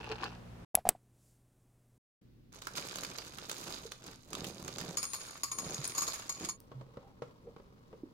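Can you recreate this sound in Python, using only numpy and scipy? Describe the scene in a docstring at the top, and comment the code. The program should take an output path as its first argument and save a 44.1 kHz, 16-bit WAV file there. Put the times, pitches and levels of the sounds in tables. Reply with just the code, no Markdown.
"""A humming room, a quiet room and a kitchen, one after another. Room 1: a plastic cup is rubbed, creaks and
knocks (grains and cracks of noise). Room 2: a button clicks down and up (noise cracks, ringing spring).
Kitchen: a thin bag crinkles (grains), cereal biscuits drop into a ceramic bowl with a spoon in it (cracks
excite decaying modes), then fingers knock and rub a milk carton and its cap squeaks (resonated noise)."""
import sys
import numpy as np
from scipy import signal
from scipy.fft import rfft, irfft
from scipy.io import wavfile
from scipy.ndimage import uniform_filter1d

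SR = 44100
rng = np.random.default_rng(int(sys.argv[2]) if len(sys.argv) > 2 else 0)


def generate_wav(signal):
    """Clip the signal to [-1, 1] and save it as 16-bit WAV at the path in sys.argv[1]."""
    frames = np.transpose(np.atleast_2d(signal))
    scaled = np.clip(frames, -1, 1) * 32767
    pcm = np.round(scaled).astype(np.int16)
    wavfile.write(sys.argv[1], SR, pcm)


N = 358533


def from_db(db):
    """Decibels to gain."""
    return 10 ** (np.asarray(db) / 20)


def rms_one(x):
    """Scale to unit rms."""
    return x / np.sqrt(np.mean(x ** 2) + 1e-20)


def during(start_s, end_s):
    """One between two moments, zero outside, with 4 ms linear fades."""
    t = np.arange(N) / SR
    return np.clip(np.minimum(t - start_s, end_s - t) / .004, 0, 1)


def swell(middle_s, half_s):
    """Gaussian stroke that gathers strength and fades again; height 1."""
    return np.exp(-((np.arange(N) / SR - middle_s) / half_s) ** 2)


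def gains(rows):
    """Rows of (t/s, level/dB, ..) as gain curves, silent outside their span."""
    s, *columns = np.transpose(rows)
    t = np.arange(N) / SR
    return [from_db(np.interp(t, s, c)) * during(s[0], s[-1]) for c in columns]


def dulled(x, hz):
    """One-pole low-pass."""
    return signal.lfilter(*signal.butter(1, min(hz, SR / 2 - 1), fs=SR), x)


def banded(x, hz, octaves):
    """Gentle band-pass around a pitch."""
    edges_hz = hz * 2 ** (np.array([-.5, .5]) * octaves)
    edges_hz = np.minimum(edges_hz, [.4 * SR, .48 * SR])
    return signal.lfilter(*signal.butter(1, edges_hz, "band", fs=SR), x)


def coloured(x, spectrum, size=4096):
    """Minimum-phase filter of unit power gain with the given spectrum (one dB column, or one a channel)."""
    hz, *columns = np.transpose(spectrum)
    log_hz = np.log(hz)
    grid = np.log(np.maximum(np.fft.rfftfreq(size, 1 / SR), 1))
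    # 12 dB/octave roll-off beyond either end
    beyond = np.maximum(log_hz[0] - grid, 0) + np.maximum(grid - log_hz[-1], 0)
    log_gains = [np.log(from_db(np.interp(grid, log_hz, c))) - 2 * beyond for c in columns]
    # folding the cepstrum makes the filter causal
    cepstrum = irfft(log_gains)
    cepstrum[:, 1:size // 2] *= 2
    cepstrum[:, size // 2 + 1:] = 0
    response = rms_one(irfft(np.exp(rfft(cepstrum)))) / np.sqrt(size)
    return signal.oaconvolve(np.atleast_2d(x), response, axes=1)[:, :N]


def clicks(times_s, heights):
    """One impulse for each event."""
    return np.bincount(np.round(np.asarray(times_s) * SR).astype(int), heights, N)


def ring(x, hz, t60_s):
    """Two-pole resonator: a unit click sets a decaying sine of height 1 ringing."""
    r, w = from_db(-60 / (t60_s * SR)), 2 * np.pi * hz / SR
    return signal.lfilter([0, np.sin(w)], [1, -2 * r * np.cos(w), r * r], x + 1e-18)


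def burst(t60_s, channels=2):
    """A crack: noise that builds over its first instants and dies away."""
    age = np.arange(SR // 8) / SR / t60_s
    noise = rng.standard_normal((channels, len(age)))
    return noise * from_db(-60 * age) * np.tanh(age / 0.0091)


def bursts(times_s, levels_db, t60_s, channels=2, pitches_hz=None, octaves=0.18):
    """A fresh crack for each event; given pitches, its energy gathers around its own note."""
    out = np.zeros((channels, N + SR))
    for k, (s, db) in enumerate(zip(times_s, levels_db)):
        crack, at = burst(t60_s, channels), round(s * SR)
        if pitches_hz is not None:
            crack = crack.std() * rms_one(banded(crack, pitches_hz[k], octaves))
        out[:, at:at + crack.shape[1]] += from_db(db) * crack
    return out[:, :N]


def grains(level, per_s, spread_db, t60_s, pitches_hz=np.geomspace(300, 15000, 14)):
    """Clumps of tiny uneven cracks, each about an octave wide at one of many pitches; rms follows the level."""
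    first, last = np.flatnonzero(level > level.max() / 1000)[[0, -1]]
    n, out = last - first, np.zeros((2, N))
    sizes = from_db(spread_db * np.minimum(rng.exponential(1, n), 4)) * rng.choice([-1, 1], n)
    clumps = from_db(4 * rms_one(uniform_filter1d(rng.standard_normal(n), size=500)))
    born = sizes * (rng.random(n) < clumps * per_s / SR)
    pitch_index = rng.integers(0, len(pitches_hz), n)
    cracks = np.zeros((2, n))
    for k, hz in enumerate(pitches_hz):
        crack = banded(burst(t60_s)[:, :SR // 40], hz, 1)
        cracks += signal.oaconvolve([born * (pitch_index == k)], crack, axes=1)[:, :n]
    out[:, first:last] = rms_one(cracks)
    return level * out


def narrowed(pair, split_hz=1300):
    """Two unrelated signals become a stereo image: long waves reach both ears alike."""
    mid, side = pair
    side = side - dulled(side, split_hz)
    return np.array([mid + side, mid - side])


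def in_room(x, wet_db, dull_hz, t60_s):
    """Direct sound plus a short diffuse tail that the walls dull."""
    t = np.arange(SR // 2) / SR
    tail = narrowed(rng.standard_normal((2, len(t)))) * from_db(-60 * t / t60_s) * (t > .005)
    tail = dulled(rms_one(tail) / np.sqrt(len(t)), dull_hz)
    return x + from_db(wet_db) * signal.oaconvolve(np.atleast_2d(x), tail, axes=1)[:, :N]


def room_tone(air, air_db, hum):
    """Still air as coloured noise, mains hum as steady sines."""
    t = np.arange(N) / SR
    mains = sum(np.sqrt(2) * from_db(db) * np.sin(2 * np.pi * (hz * t + rng.random())) for hz, db in hum)
    noise = narrowed(rng.standard_normal((2, N)), split_hz=347)
    return mains + from_db(air_db) * coloured(noise, air)


def thumps(rows):
    """Hollow knocks: sines that swell over a rise time and fade."""
    out = 0
    for s, db, rise_s, hz in rows:
        t = np.maximum(np.arange(N) / SR - s, 0)
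        envelope = t / rise_s * np.exp(1 - t / rise_s)
        out = out + from_db(db) * envelope * np.sin(2 * np.pi * hz * t)
    return out


# air spectrum: f/Hz, relative density/dB
CUP_AIR = [(30, -3.5), (118, -5), (913, -19), (16000, -48)]
CUP_AIR_DB = -54.5
# mains hum: f/Hz, level/dB rms
CUP_HUM = [(59.2, -60.5), (118.4, -55), (177.6, -59), (236, -62)]
# fingers sliding on the cup: t/s, level/dB
CUP_RUB = [(0, -46), (.07, -54), (.12, -42.5), (.17, -55), (.235, -42.5), (.3, -53), (.5, -80)]
# wall creaks: t/s, level/dB, f/Hz
CUP_CREAKS = [(0.012, -42.5, 2580), (0.043, -37, 2650), (0.116, -39.5, 4340), (0.241, -33, 4370)]
# cup body spectrum: f/Hz, relative density/dB
CUP_BODY = [(150, -43), (250, -11), (443, -0.5), (653, -13.5), (799, -2), (1370, -14), (1710, -10.5),
            (2090, -24), (2550, -11), (3130, -20.5), (4930, -21.5), (14000, -57.5)]
# hollow knocks: start t/s, level/dB, rise/s, f/Hz
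CUP_KNOCKS = [(0.095, -39, 0.011, 438), (0.232, -45, 0.011, 800)]


def cup():
    """Fingers stick and slip on a full plastic cup: grains shaped by its body, pitched creaks, knocks."""
    slips = grains(gains(CUP_RUB)[0], per_s=1100, spread_db=3.5, t60_s=0.0031)
    rub = coloured(narrowed(slips), CUP_BODY)
    s, db, hz = np.transpose(CUP_CREAKS)
    creaks = narrowed(bursts(s, db, t60_s=0.0095, pitches_hz=hz, octaves=0.12))
    handling = in_room(rub + creaks + thumps(CUP_KNOCKS), wet_db=-7.5, dull_hz=5970, t60_s=0.085)
    return handling + room_tone(CUP_AIR, CUP_AIR_DB, CUP_HUM)


# air spectrum: f/Hz, relative density/dB
BUTTON_AIR = [(25, -1.5), (200, -7), (1500, -31), (4500, -38), (8800, -31.5), (16000, -40.5)]
BUTTON_AIR_DB = -72
# mains hum: f/Hz, level/dB rms
BUTTON_HUM = [(121, -71)]
# housing knocks: t/s, level/dB
BUTTON_KNOCKS = [(0.746, -25.5), (0.773, -30), (0.7854, -33), (0.8523, -25), (0.865, -31.5), (0.869, -24.5),
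                 (0.889, -20.5), (0.95, -44.5)]
# spring snaps over: t/s, crack level/dB, lower ring level/dB, upper ring level/dB
BUTTON_SNAPS = [(0.7527, -21, -20, -5), (0.8902, -16.5, -7.5, -9)]
# the spring's two rings: f/Hz, t60/s
SPRING = [(8200, 0.0072), (11100, 0.0064)]
THUD_LOWPASS_HZ = 260
HISS_S, HISS_HALF_S, HISS_DB, HISS_HZ = 1.27, 0.11, -74.5, 7800


def button():
    """The housing knocks softly, the spring snaps going down and coming up, a faint hiss follows; mono."""
    s, crack_db, *rings_db = np.transpose(BUTTON_SNAPS)
    snap = bursts(s, crack_db, t60_s=0.016)[0]
    for db, (hz, t60_s) in zip(rings_db, SPRING):
        snap += ring(clicks(s, from_db(db)), hz, t60_s)
    # a wall sends the snap back
    snap += from_db(-35.5) * np.roll(snap, round(0.014 * SR))
    # a soft push swells over a cycle or two before it dies
    t = np.arange(SR // 20) / SR
    age = t / 0.0018
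    push = age * np.exp(1 - age) * np.sin(2 * np.pi * 715 * t)
    knock_s, knock_db = np.transpose(BUTTON_KNOCKS)
    knocks = signal.oaconvolve(clicks(knock_s, from_db(knock_db)), push)[:N]
    thud = from_db(1) * dulled(bursts(knock_s, knock_db, t60_s=0.1), THUD_LOWPASS_HZ)
    heard = in_room(snap + knocks + thud, wet_db=-36, dull_hz=7000, t60_s=0.19)
    hiss = rms_one(banded(rng.standard_normal(N), HISS_HZ, 0.89))
    heard = heard + from_db(HISS_DB) * swell(HISS_S, HISS_HALF_S) * hiss
    return (heard + room_tone(BUTTON_AIR, BUTTON_AIR_DB, BUTTON_HUM))[0]


# air spectrum: f/Hz, relative density/dB
KITCHEN_AIR = [(25, 0), (250, -5), (800, -32.5), (4500, -37.5), (8500, -47.5), (16000, -43)]
KITCHEN_AIR_DB = -62
# mains hum: f/Hz, level/dB rms
KITCHEN_HUM = [(120, -69.5)]


def kitchen_tone():
    """Still air and mains hum of the kitchen."""
    return room_tone(KITCHEN_AIR, KITCHEN_AIR_DB, KITCHEN_HUM)


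def kitchen(x):
    """The small hard-walled room."""
    return in_room(x, wet_db=-6.5, dull_hz=11000, t60_s=0.3)


# bag grasped and lifted: t/s, crinkling level/dB
LIFT = [(2.52, -62), (2.708, -62), (2.774, -46.5), (2.854, -52), (3.044, -52.5), (3.258, -58.5),
        (3.456, -58.5), (3.702, -51), (3.97, -67)]
# bag shaken over the bowl: middle t/s, half length/s, crinkling level/dB, tumbling level/dB
SHAKES = [(4.077, 0.08, -58, -55.5), (4.427, 0.12, -54.5, -46), (4.652, 0.071, -53.5, -48.5),
          (4.856, 0.15, -53.5, -48), (5.255, 0.13, -55.5, -64), (5.703, 0.12, -54, -46),
          (6.04, 0.26, -52, -55.5), (6.425, 0.051, -54.5, -46)]
HELD_DB = -69.5   # rustle between shakes
LIFT_TUMBLE_DB = -1   # tumbling relative to the lift's crinkling


def bag_motion():
    """Gains of crinkling and tumbling as the bag is lifted, held and shaken; powers add."""
    lift = gains(LIFT)[0]
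    held = from_db(HELD_DB) * during(SHAKES[0][0], SHAKES[-1][0])
    crinkling = lift ** 2 + held ** 2
    tumbling = (from_db(LIFT_TUMBLE_DB) * lift) ** 2
    for s, half_s, crinkle_db, tumble_db in SHAKES:
        crinkling = crinkling + (from_db(crinkle_db) * swell(s, half_s)) ** 2
        tumbling = tumbling + (from_db(tumble_db) * swell(s, half_s)) ** 2
    return np.sqrt(crinkling), np.sqrt(tumbling)


# single creases snap: t/s, level/dB, f/Hz of the note
BAG_SNAPS = [(2.62, -39, 3940), (2.6698, -29.5, 1330), (2.7671, -38, 1090), (2.957, -34, 6750),
             (2.985, -34.5, 3870), (3.034, -32, 6500), (3.048, -34, 4700), (3.1848, -34, 4600),
             (3.3847, -37, 1450), (3.496, -30.5, 3820), (3.514, -32, 7000), (3.9192, -36, 3620),
             (4.3307, -34.5, 6550), (4.351, -33.5, 4070), (4.4434, -33.5, 2940), (4.6797, -34, 1160),
             (4.784, -34.5, 6650), (4.812, -36, 1820)]
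# film spectrum: f/Hz, relative left/dB, relative right/dB
FILM = [(344, -2, 2), (816, -8, -4.5), (1154, 0.5, 4.5), (1790, -5.5, -6), (4960, -9, -1.5),
        (5700, -15, -6.5), (6750, -17, 0.5), (7940, -11, -12.5), (14400, -17.5, -16)]


def bag(crinkling):
    """Thin film buckles in countless small cracks and a few loud snaps, each with its own note."""
    cracks = grains(crinkling * from_db(2.0), per_s=1300, spread_db=4.0, t60_s=0.0076)
    s, db, hz = np.transpose(BAG_SNAPS)
    notes = narrowed(bursts(s, db, t60_s=0.037, pitches_hz=hz))
    notes = from_db(-6) * notes * from_db([[-4], [0]])
    snaps = bursts(s, db, t60_s=0.017)
    left, right = coloured(narrowed(cracks + snaps), FILM) + notes
    # the bag is held on the right, so the left ear hears it later
    return np.array([np.roll(left, round(.0003 * SR)), right])


def jostle(level, low_hz, high_hz):
    """Soft collisions, each with its own pitch in one dull band; level sets their envelope."""
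    pitches_hz = np.geomspace(low_hz, high_hz, 5)
    knocks = grains(level, per_s=400, spread_db=2.5, t60_s=0.0022, pitches_hz=pitches_hz)
    return dulled(narrowed(knocks), 2 * high_hz)


# hands shift their grip, the last row a knock on the carton: start t/s, level/dB, rise/s, f/Hz
BUMPS = [(3.852, -38, 0.0032, 447), (4.41, -44, .004, 443), (4.885, -40, 0.0058, 171),
         (5.785, -36, 0.0087, 138.9), (6.745, -40, 0.023, 129), (8.034, -32.5, 0.0027, 303)]
TUMBLE_LOW_HZ, TUMBLE_HIGH_HZ = 126, 380


def bumps(tumbling):
    """Biscuits tumble inside the bag; each change of grip, and a last knock on the carton, is a dull thump."""
    return (jostle(tumbling, TUMBLE_LOW_HZ, TUMBLE_HIGH_HZ) + thumps(BUMPS)) * from_db([[-2.5], [0]])


# biscuits land: t/s, tick level/dB, bowl ring level/dB
DROPS = [(4.9708, -29.5, -31), (5.029, -30, -37.5), (5.1332, -31, -37), (5.4335, -31.5, -34),
         (5.5156, -36, -37.5), (5.5852, -35.5, -36), (5.842, -32.5, -38), (5.9494, -37.5, -39.5),
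         (5.98, -29, -30), (6.0192, -32.5, -33), (6.0773, -35, -33.5), (6.133, -35, -42),
         (6.2933, -35, -35.5), (6.448, -33.5, -43), (6.4874, -36.5, -34.5)]
HOP_S, HOP_LOSS_DB, HOP_RING_LOSS_DB = .009, 3.5, 6.5   # mean time in the air, loss of tick and of ring


def landings():
    """Each biscuit lands and hops once: times, tick levels and ring levels of all contacts."""
    first = np.array(DROPS)
    hop = first + [0, -HOP_LOSS_DB, -HOP_RING_LOSS_DB]
    hop[:, 0] += HOP_S * rng.uniform(.7, 1.3, len(first))
    return np.concatenate([first, hop]).T


# dry biscuit's tick spectrum: f/Hz, relative left/dB, relative right/dB
TICK = [(534, -45, -22), (1130, 3, 4.5), (2580, 9, 9), (2980, 3, 0), (5000, 4, 13), (9700, 10, -27),
        (12300, 4.5, -25), (15800, -13, -37)]
# bowl modes: f/Hz, relative level/dB, t60/s
BOWL = [(1056, -19.5, 0.53), (1119, 0, 0.058), (1200, -15, 0.13), (1308, -18.5, 0.17), (2284, -15, 0.05),
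        (4368, -8.5, 0.1), (5040, -3, 0.043), (5490, -13, 0.091), (6710, 6.5, 0.04), (6820, 5, 0.033),
        (7640, -14, 0.13), (11690, -10, 0.06)]
# glancing edge contacts: t/s, level/dB, f/Hz
CHINKS = [(5.142, -36.5, 9800), (5.438, -28.5, 10900), (5.876, -27, 9700)]
SKITTER_DB, SKITTER_T60_S = -21, 0.17   # level relative to the tick, decay


def bowl(crinkling):
    """Biscuits tick, skitter, chink and rattle; the contacts set the bowl's modes ringing."""
    s, tick_db, ring_db = landings()
    ticks = bursts(s, tick_db, t60_s=0.018)
    skitter_starts = clicks(s, from_db(tick_db + SKITTER_DB))
    skitter = signal.lfilter([1], [1, -from_db(-60 / (SKITTER_T60_S * SR))], skitter_starts + 1e-18)
    # as long as biscuits fall, shaking the bag harder makes the small collisions louder
    rattle_level = np.hypot(skitter, crinkling * during(s[0], s[-1]))
    rattle = grains(rattle_level, per_s=780, spread_db=7.0, t60_s=0.012)
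    contacts = bursts(s, ring_db, t60_s=0.043)
    chatter = narrowed(from_db(-25.0) * contacts + from_db(-31.0) * rattle)
    # each contact falls on another spot and favours other modes
    china = 0
    for hz, db, t60_s in BOWL:
        spot_gains = from_db(rng.normal(0, 2.5, len(s)))
        spot = np.interp(np.arange(N) / SR, np.sort(s), spot_gains)
        china = china + from_db(db) * ring(chatter * spot, hz, t60_s)
    chink_s, chink_db, chink_hz = np.transpose(CHINKS)
    chinks = bursts(chink_s, chink_db, t60_s=0.015, channels=1, pitches_hz=chink_hz, octaves=0.16)
    left, right = coloured(ticks + rattle, TICK) + chinks + china + spoon()
    # the bowl stands a little to the left
    return np.array([left, np.roll(right, round(.00012 * SR))])


# biscuits hit the spoon squarely: t/s, level/dB
SPOON_HITS = [(4.971, -53.5), (5.029, -50), (5.517, -53.5), (5.843, -54), (6.487, -53)]
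# spoon modes: f/Hz, relative level/dB, undamped t60/s
SPOON = [(9183, 10, 0.75), (12747, 4, 0.2)]
SPOON_DAMPING_PER_S2 = 1.1


def spoon():
    """The spoon's modes sing at each hit, more briefly as biscuits pile up on it."""
    out = 0
    for s, hit_db in SPOON_HITS:
        damping = 1 + SPOON_DAMPING_PER_S2 * (s - SPOON_HITS[0][0]) ** 2
        for hz, db, t60_s in SPOON:
            out = out + ring(clicks([s], from_db([hit_db + db])), hz, t60_s / damping)
    return out * from_db([[2], [-10]])


# cap and carton knock: t/s, level/dB, low-pass f/Hz
CARTON_KNOCKS = [(6.716, -39.5, 1720), (6.811, -42.5, 3030), (6.9701, -36, 1170), (7.2202, -32.5, 2620),
                 (7.563, -44.5, 3000), (7.599, -49, 2000), (7.928, -45.5, 1990)]
# cap squeaks as it turns: middle t/s, half length/s, level/dB, f/Hz
SQUEAKS = [(7.06, 0.058, -64, 800), (7.479, 0.026, -50.5, 464), (7.939, 0.016, -50.5, 480)]
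# carton spectrum: f/Hz, relative density/dB
CARTON_BODY = [(120, 6), (300, -2.5), (500, 6.5), (720, -8), (1050, -3), (1700, -18), (4800, -22.5),
               (15000, -38.5)]
# pouring fades out: start t/s, end t/s
POUR_FADE = (6.51, 6.58)
GRIP_DB = -66.5   # steady rubbing of the fingers
SLIDE_DB, SLIDE_LAG_S, SLIDE_HALF_S = -35, 0.04, 0.059   # level relative to the knock
CLICK_S, CLICK_DB, CLICK_HZ = 6.603, -39.5, 9000   # tiny sharp click before the first carton knock


def carton():
    """Fingers knock on a full, dull carton and slide on after each knock; its cap squeaks and groans."""
    rubbing = from_db(GRIP_DB) * during(POUR_FADE[0], KITCHEN_SCENE[1])
    for s, db, _ in CARTON_KNOCKS:
        rubbing = rubbing + from_db(db + SLIDE_DB) * swell(s + SLIDE_LAG_S, SLIDE_HALF_S)
    touch = grains(rubbing, per_s=2500, spread_db=1.5, t60_s=0.0017)
    for s, db, lowpass_hz in CARTON_KNOCKS:
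        touch += dulled(bursts([s], [db], t60_s=0.047), lowpass_hz)
    squeaks = 0
    for s, half_s, db, hz in SQUEAKS:
        tone = rms_one(ring(rng.standard_normal(N), hz, t60_s=0.042))
        squeaks = squeaks + from_db(db) * swell(s, half_s) * tone
    click = bursts([CLICK_S], [CLICK_DB], t60_s=0.0029, channels=1, pitches_hz=[CLICK_HZ], octaves=2.5)
    return coloured(narrowed(touch, split_hz=940), CARTON_BODY) + squeaks + click


# each scene: start t/s, end t/s
CUP_SCENE = (0, .65)
BUTTON_SCENE = (.742, 1.982)
KITCHEN_SCENE = (2.212, 8.2)


def scene():
    """The three scenes, one after another; the pouring fades out quickly before the carton knocks."""
    crinkling, tumbling = bag_motion()
    pour_gain = np.interp(np.arange(N) / SR, POUR_FADE, [1, 0])
    pour = kitchen(bag(crinkling) + bowl(crinkling)) * pour_gain
    breakfast = pour + kitchen(bumps(tumbling) + carton()) + kitchen_tone()
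    return cup() * during(*CUP_SCENE) + button() * during(*BUTTON_SCENE) + breakfast * during(*KITCHEN_SCENE)


CUTOFF_HZ = 16200


def record(dry):
    """Steep elliptic low-pass cuts the top."""
    return signal.sosfilt(signal.ellip(10, .1, 80, CUTOFF_HZ, fs=SR, output="sos"), dry)


dry = scene()
out = record(dry)
generate_wav(out)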